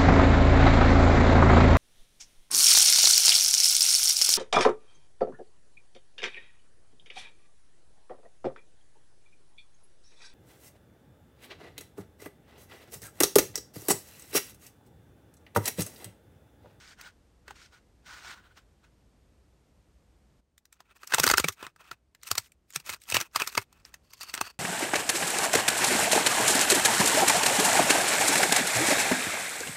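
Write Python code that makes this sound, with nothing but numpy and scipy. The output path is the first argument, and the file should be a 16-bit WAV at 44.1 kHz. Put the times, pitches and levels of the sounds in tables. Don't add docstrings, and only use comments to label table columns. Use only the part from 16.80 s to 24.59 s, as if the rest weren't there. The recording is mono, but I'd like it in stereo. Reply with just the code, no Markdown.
import sys
import numpy as np
from scipy import signal
from scipy.fft import rfft, irfft, next_fast_len
from scipy.io import wavfile
from scipy.ndimage import uniform_filter1d, map_coordinates

SR = 44100
rng = np.random.default_rng(int(sys.argv[2]) if len(sys.argv) > 2 else 0)


def wrap_up_sound(samples):
    columns = np.atleast_2d(samples).T
    tamed = np.clip(columns, -1, 1)
    steps = np.round(tamed * 32767).astype(np.int16)
    wavfile.write(sys.argv[1], SR, steps)


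N = 343539

# (time [s], level [dB], panel pitch [Hz], ring peak over crack peak [dB], thump level over crack peak [dB])
BOARD_SNAPS = [(0.2115, -30.5, 1470, -6, -25), (0.6794, -49, 1550, 18.5, 6), (0.7071, -48, 790, 19, 7),
               (3.779, -34.5, 2610, -33, -57), (3.8537, -40.5, 1620, -15, -44),
               (3.926, -38.5, 1470, -11, -49), (4.0041, -40.5, 950, 3, -21), (4.232, -38.5, 1308, 7, -19),
               (4.273, -23, 1680, -41, -41.5), (4.322, -25, 1580, 8, -30.5), (4.3373, -18, 1540, 12.5, -14),
               (4.345, -1, 1176, -10, -48), (4.384, -12.5, 893, 3, -13.5), (4.3977, -1.5, 1084, -16, -20),
               (4.4342, -6, 1440, -7, -26.5), (4.4398, -2, 1450, -4, -17), (4.466, -4, 1235, -4.5, -20),
               (4.476, -6, 1286, -3, -26.5), (4.489, -7.5, 2020, -9, -39.5), (4.5, -6.5, 1390, 4, -39),
               (4.5129, -1.5, 1599, -7, -18.5), (4.5377, -13, 1305, 7, -12.5), (4.5731, -9, 2383, -10, -42),
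               (4.581, -4.5, 1383, 1.5, -37), (4.598, -8, 1260, 1, -15), (4.643, -17, 2310, 7.5, -2),
               (4.6848, -9, 1240, -3, -19), (4.8271, -46, 1060, 22, 4.5), (4.866, -41.5, 1280, 16.5, -6),
               (4.961, -47, 1280, 5, -10.5), (5.1132, -24, 1387, -2.5, -21), (5.3485, -36, 1750, -7, -55),
               (5.432, -27, 1680, -13, -83), (5.486, -28.5, 1290, -12, -48), (5.5138, -5, 1155, -8, -26),
               (5.553, -20, 1150, -7, -37), (5.58, -7, 1020, -7.5, -30.5), (5.719, -39, 2330, -14.5, -43),
               (5.904, -34, 2750, -24, -38), (5.9595, -8, 2400, -6.5, -29), (5.9993, -30, 2480, -7.5, -27),
               (6.062, -32, 1300, -6.5, -49), (6.093, -21.5, 2140, 3, -31), (6.099, -17, 2950, -2, -30),
               (6.147, -36, 1410, -6, -32), (6.217, -35.5, 2320, -35, -46), (6.2362, -35, 1090, -31, -53),
               (6.2999, -16.5, 2680, -34, -55.5), (6.3131, -19, 2730, -6.5, -46),
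               (6.322, -14.5, 2690, 1, -16.5), (6.3438, -7.5, 2820, -2.5, -21),
               (6.3596, -15.5, 1960, 2.5, -27.5), (6.3676, -10, 2685, 5, -21),
               (6.402, -17.5, 1230, -8.5, -62), (6.4112, -11.5, 1340, -11, -25),
               (6.548, -35.5, 1480, 7, -34.5), (6.56, -5.5, 1226, -2, -34), (6.5991, -19, 1590, 3, -28),
               (6.6192, -12.5, 2470, 4, -43), (6.664, -34, 1700, 4, -49.5), (6.6737, -14, 1240, -11, -37),
               (6.751, -20, 1230, -3, -23), (6.7765, -10, 1090, 3, -11), (6.927, -40.5, 1070, -7, -28),
               (7.141, -30, 1720, -5, -49), (7.334, -28, 1047, -16, -48), (7.409, -25, 1090, -9, -52),
               (7.4307, -23, 2670, -6.5, -59), (7.5395, -13.5, 1530, -8.5, -27),
               (7.549, -18.5, 1540, -15, -38), (7.5763, -26.5, 1400, 8.5, -15),
               (7.612, -11.5, 1070, 1, -18)]
# (time [s], low knock pitch [Hz], low knock level [dB], upper modes level [dB])
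TEAR_PATH = [(0.7, 680, 9.5, 1), (4.5, 540, 0.5, -1), (6.2, 453, -8.5, 2.5), (6.8, 603, 5.5, 4),
             (7.6, 330, 2.5, -2.5)]
# (frequency [Hz], width [Hz], level [dB])
SLEEVE_MODES = [(396, 36, -14), (790, 30, -20.5), (1330, 120, -15), (2180, 160, -10), (2574, 120, -8.5)]
# (frequency [Hz], level [dB])
CRACK_COLOUR = [(300, -43), (2000, -3), (4000, -7.5), (6000, -4.5), (9000, -5.5), (12500, 0.5),
                (16000, -11)]
# (frequency [Hz], left-right likeness [0-1])
NEAR_LIKENESS = [(100, 0.99), (500, 0.65), (1700, 0.58), (3500, 0.4), (8000, 0.72)]


def snaps():
    lead = 400
    out = np.zeros((2, N + SR))
    t = (np.arange(4000) - lead) / SR - .001
    tear_s, *tear = np.transpose(TEAR_PATH)
    for s, db, panel_hz, ring_db, thump_db in BOARD_SNAPS:
        knock_hz, knock_db, upper_db = (np.interp(s, tear_s, column) for column in tear)
        swell = 0.00081 * amp(db / 4)
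        blow = peak(crack(t, swell)) + amp(ring_db) * peak(ring(t, swell, panel_hz, knock_db, upper_db))
        jolt = amp(thump_db) * peak(thump(t, knock_hz, knock_db))
        start = round(s * SR) - lead
        out[:, start:start + len(t)] += amp(db) * (ports(blow, NEAR_LIKENESS) + jolt)
    return out[:, :N]


def crack(t, swell):
    flap_hz = np.exp(rng.uniform(np.log(3500), np.log(9000), 3))
    noise = burst(t, swell, 0.013) + 0.21 * burst(t, 6 * swell, 0.057)

    def colour(f):
        flaps = sum(mode(f, hz, 300) for hz in flap_hz)
        return amp(along(CRACK_COLOUR, f)) * (0.88 + flaps)

    return filtered(noise, colour)


def ring(t, swell, panel_hz, knock_db, upper_db):
    share_db = np.array([knock_db, 0, 0, upper_db, upper_db])
    share = amp(rng.normal(0, 3, len(SLEEVE_MODES)) + share_db)
    noise = burst(t, swell, 0.0025) + burst(t, 3 * swell, 0.02) + 0.24 * burst(t, swell, 0.062)

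    def body(f):
        hollow = sum((-1) ** k * gain * amp(db) * mode(f, hz, width)
                     for k, (gain, (hz, width, db)) in enumerate(zip(share, SLEEVE_MODES)))
        return mode(f, panel_hz, 220) + hollow + 0.21 * mode(f, 1300, 2200)

    return filtered(noise, body)


def thump(t, knock_hz, knock_db):
    push = np.exp(-(t / 0.00066) ** 2) * rng.choice([-1, 1]) * np.ones((2, 1))
    sway_hz = 110 * np.exp(rng.normal(0, 0.4))

    def carton(f):
        sway = 0.17 * mode(f, sway_hz, 66) ** 3
        return sway + 0.25 * amp(knock_db) * mode(f, knock_hz, 250)

    return filtered(push, carton)


def burst(t, rise, t60):
    clumps = amp(2.5 * np.repeat(rng.standard_normal(len(t) // 40), 40))
    envelope = np.where(t < 0, np.exp(np.minimum(t, 0) / rise), amp(-60 * t / t60))
    return clumps * rng.standard_normal((2, len(t))) * envelope


# (start [s], length [s], body gain at mid-pull [dB], hiss gain at mid-pull [dB], change over the pull [dB])
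STRIP_PULLS = [(3.93, 0.19, -74.5, -82, -6), (4.105, 0.0068, -56.5, -71, 4), (4.15, 0.17, -69, -68, 15),
               (4.32, 0.34, -49.5, -47.5, -10), (4.62, 0.13, -73, -55.5, -22),
               (4.78, 0.086, -54, -64.5, 14), (5.01, 0.13, -58.5, -68, -3), (5.44, 0.068, -63, -49.5, 4.5),
               (5.52, 0.14, -73, -56.5, -3.5), (5.915, 0.036, -71.5, -53, 17.5),
               (5.97, 0.056, -65.5, -61, -13), (6.075, 0.064, -49.5, -44, 1), (6.2, 0.15, -88, -57.5, 29),
               (6.295, 0.11, -45, -44.5, 19.5), (6.9, 0.25, -69, -74.5, 7), (6.55, 0.27, -59, -51.5, -7),
               (6.6, 0.023, -38.5, -41.5, -1), (7.047, 0.0039, -67.5, -56.5, 21.5),
               (7.24, 0.14, -84, -67, 16), (7.41, 0.049, -63, -50, 2.5), (7.475, 0.026, -54, -49.5, 1.5),
               (7.545, 0.045, -50, -58.5, 7.5), (7.645, 0.11, -64, -67, -37)]
# (start [s], length [s], body gain at mid-stroke [dB], hiss gain at mid-stroke [dB], change over it [dB])
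FINGER_STROKES = [(0, 0.12, -62.5, -49.5, 3.5), (.19, 0.089, -55, -50.5, 4.5), (.68, 0.03, -57.5, -62, 8),
                  (.76, 0.1, -68.5, -49.5, 1), (.93, 0.041, -64, -56.5, -2), (1.27, 0.26, -55.5, -48, -5.5),
                  (1.455, 0.06, -50, -42.5, 3.5), (1.54, 0.059, -57.5, -59, -9),
                  (1.64, 0.087, -66, -82, -8), (1.77, 0.0028, -57.5, -51, 5), (2.04, 0.002, -65, -61, 5)]
# (frequency [Hz], level [dB])
SCRAPE_COLOUR = [(500, -19), (1000, -8.5), (2000, -11.5), (3000, -12.5), (5000, -26.5)]
STROKE_RISE, STROKE_FALL = 810, 505
PULL_RISE, PULL_FALL = 660, 603


def rub():
    stroke_gain = contact_gains(FINGER_STROKES, STROKE_RISE, STROKE_FALL)
    body_gain, hiss_gain = stroke_gain + contact_gains(STRIP_PULLS, PULL_RISE, PULL_FALL)
    t = np.arange(N) / SR
    torn, freed = t > 3.6, t > 7.2
    flutter_db = (1.5 + 4.4 * torn) * wobble(65) + (1.0 + 0.99 * torn) * wobble(500)

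    board = unit(filtered(rng.standard_normal((2, N)), lambda f: amp(along(SCRAPE_COLOUR, f))))
    whole = filtered(board, lambda f: 3 * mode(f, 1477, 122) - 1.7 * mode(f, 2330, 270)
                     + 0.98 * mode(f, 4000, 670))
    body = board + np.where(torn, 5.2 * opened_sleeve(board), whole)

    hiss = unit(filtered(rng.standard_normal((2, N)), lambda f: amp(along(CRACK_COLOUR, f))))
    dull = filtered(hiss, lambda f: 1 / (1 + (f / 7000) ** 4))
    bright = np.where(torn, hiss, dull) + 3.8 * freed * strip(hiss)

    grains = amp(flutter_db) * (body_gain * body + hiss_gain * bright)
    crackle = (0.21 + 0.5 * torn) * hiss_gain * fibres(count=9000)
    return ports(patchy(grains, depth_db=1.0) + crackle, NEAR_LIKENESS)


def opened_sleeve(board):
    _, knock_db, upper_db = curves(TEAR_PATH)
    share_db = [knock_db, 0, 0, upper_db, upper_db]
    ringing = 0
    for k, (hz, width, db) in enumerate(SLEEVE_MODES):
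        ringing = ringing + (-1) ** k * amp(db + share_db[k]) * filtered(board, lambda f: mode(f, hz, width))
    return ringing


def strip(hiss):
    uneven = hiss * amp(3.6 * wobble(120))
    return filtered(uneven, lambda f: mode(f, 2700, 150) + 1.47 * mode(f, 4500, 237)
                    + 2.2 * mode(f, 1060, 110))


def contact_gains(rows, rise, fall):
    t = np.arange(0, N, 32) / SR
    power = 0
    for s, length, body_db, hiss_db, swell_db in rows:
        swelling = swell_db * (np.clip((t - s) / length, 0, 1) - .5)
        edges = rise * np.maximum(s - t, 0) + fall * np.maximum(t - s - length, 0)
        power = power + amp(swelling - edges + np.array([[body_db], [hiss_db]])) ** 2
    return np.array([np.interp(np.arange(N) / SR, t, gain) for gain in np.sqrt(power)])


def fibres(count):
    when, pitch, size, side = rng.random((count, 4)).T
    t = np.arange(160) / SR
    hz = (1200 * 7 ** pitch)[:, None]
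    strength = amp(20 * size ** 8.2)[:, None] * np.sqrt(hz)
    pings = strength * np.sin(2 * np.pi * hz * t) * np.exp(-t * hz / 3.4)
    at = ((when * N).astype(int)[:, None] + np.arange(len(t))).ravel()
    gains = np.cos(side * 2 * np.pi), np.sin(side * 2 * np.pi)
    return unit(np.array([np.bincount(at, (pings * g[:, None]).ravel(), N + len(t))[:N] for g in gains]))


def patchy(x, depth_db):
    z = signal.stft(x, nperseg=256)[2]
    field = uniform_filter1d(rng.standard_normal(z.shape[1:]), size=3, axis=0)
    field = uniform_filter1d(field, size=10, axis=1)
    return signal.istft(z * amp(depth_db * unit(field)), nperseg=256)[1][:, :N]


# (frequency [Hz], relative density [dB per Hz])
ROOM_COLOUR = [(25, -11), (55, 4), (100, -9.5), (250, -15.5), (500, -20), (1400, -30), (3000, -34.5),
               (9000, -39), (13000, -38.5), (13600, -77.5)]
# (time [s], level [dB])
ROOM_LEVEL = [(0, -58.5), (3.6, -59.5), (3.61, -70.5), (6.5, -65.5), (7.2, -60.5), (7.79, -70)]
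# (frequency [Hz], left-right likeness [0-1])
ROOM_LIKENESS = [(60, 0.98), (300, 0.4), (1000, 0.024)]


def hum():
    noise = unit(filtered(rng.standard_normal((2, N)), lambda f: amp(along(ROOM_COLOUR, f))))
    return amp(curves(ROOM_LEVEL)[0]) * ports(noise, ROOM_LIKENESS)


def amp(db):
    return 10 ** (np.asarray(db) / 20)


def unit(x):
    return x / np.sqrt(np.mean(x ** 2) + 1e-20)


def peak(x):
    return x / np.abs(x).max()


def along(points, hz):
    f, v = np.transpose(points)
    return np.interp(np.log(hz + 1), np.log(f + 1), v)


def curves(rows):
    s, *columns = np.transpose(rows)
    return [np.interp(np.arange(N) / SR, s, column) for column in columns]


def wobble(rate):
    return map_coordinates(rng.standard_normal(int(N * rate / SR) + 4), [np.arange(N) * rate / SR])


def filtered(x, response):
    n = x.shape[-1]
    m = next_fast_len(n + 4096)
    return irfft(rfft(x, m) * response(np.fft.rfftfreq(m, 1 / SR)), m)[..., :n]


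def mode(f, hz, width_hz):
    return 1j * f * width_hz / (hz * hz - f * f + 1j * f * width_hz)


def ports(pair, alike):
    def mid_side(hz):
        turn = np.arccos(np.clip(along(alike, hz), -1, 1)) / 2
        return np.array([np.cos(turn), np.sin(turn)])

    mid, side = filtered(pair, mid_side)
    return np.array([mid + side, mid - side])


# (frequency [Hz], left over right [dB])
PORT_BALANCE = [(100, 0), (700, -3), (2400, -1), (4500, -5), (7500, -2.5), (9000, -0.5)]
# (frequency [Hz], left leads by [rad])
PORT_LEAD = [(80, -.3), (520, -.9), (1400, -.1), (2760, -1.7), (3450, -1.4), (4300, 0), (6200, -.8),
             (7600, -1.4), (9000, 0), (12000, 5.8), (15900, 13)]


def scene():
    def housing(f):
        left_over_right = amp(along(PORT_BALANCE, f)) * np.exp(1j * along(PORT_LEAD, f))
        return left_over_right ** np.array([[.5], [-.5]])

    impulse = np.fft.fftshift(irfft(housing(np.fft.rfftfreq(512, 1 / SR))), 1) * np.hanning(512)
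    return signal.fftconvolve(snaps() + rub(), impulse, "same", axes=1) + hum()


# (frequency [Hz], width [Hz], level [dB])
HOUSING_DIPS = [(10440, 670, -10.5), (13250, 1300, -10.5)]
TOP_HZ = 15800


def record(dry):
    def microphone(f):
        dips_db = sum(db * np.exp(-((f - hz) / width) ** 2) for hz, width, db in HOUSING_DIPS)
        return amp(dips_db) * (1j * f / (45 + 1j * f)) ** 2

    heard = filtered(dry, microphone)
    squeezed = heard / (1 + np.abs(heard / .85) ** 4) ** .25
    return filtered(squeezed, lambda f: (1 - np.tanh((f - TOP_HZ) / 40)) / 2)


dry = scene()
out = record(dry)
wrap_up_sound(out)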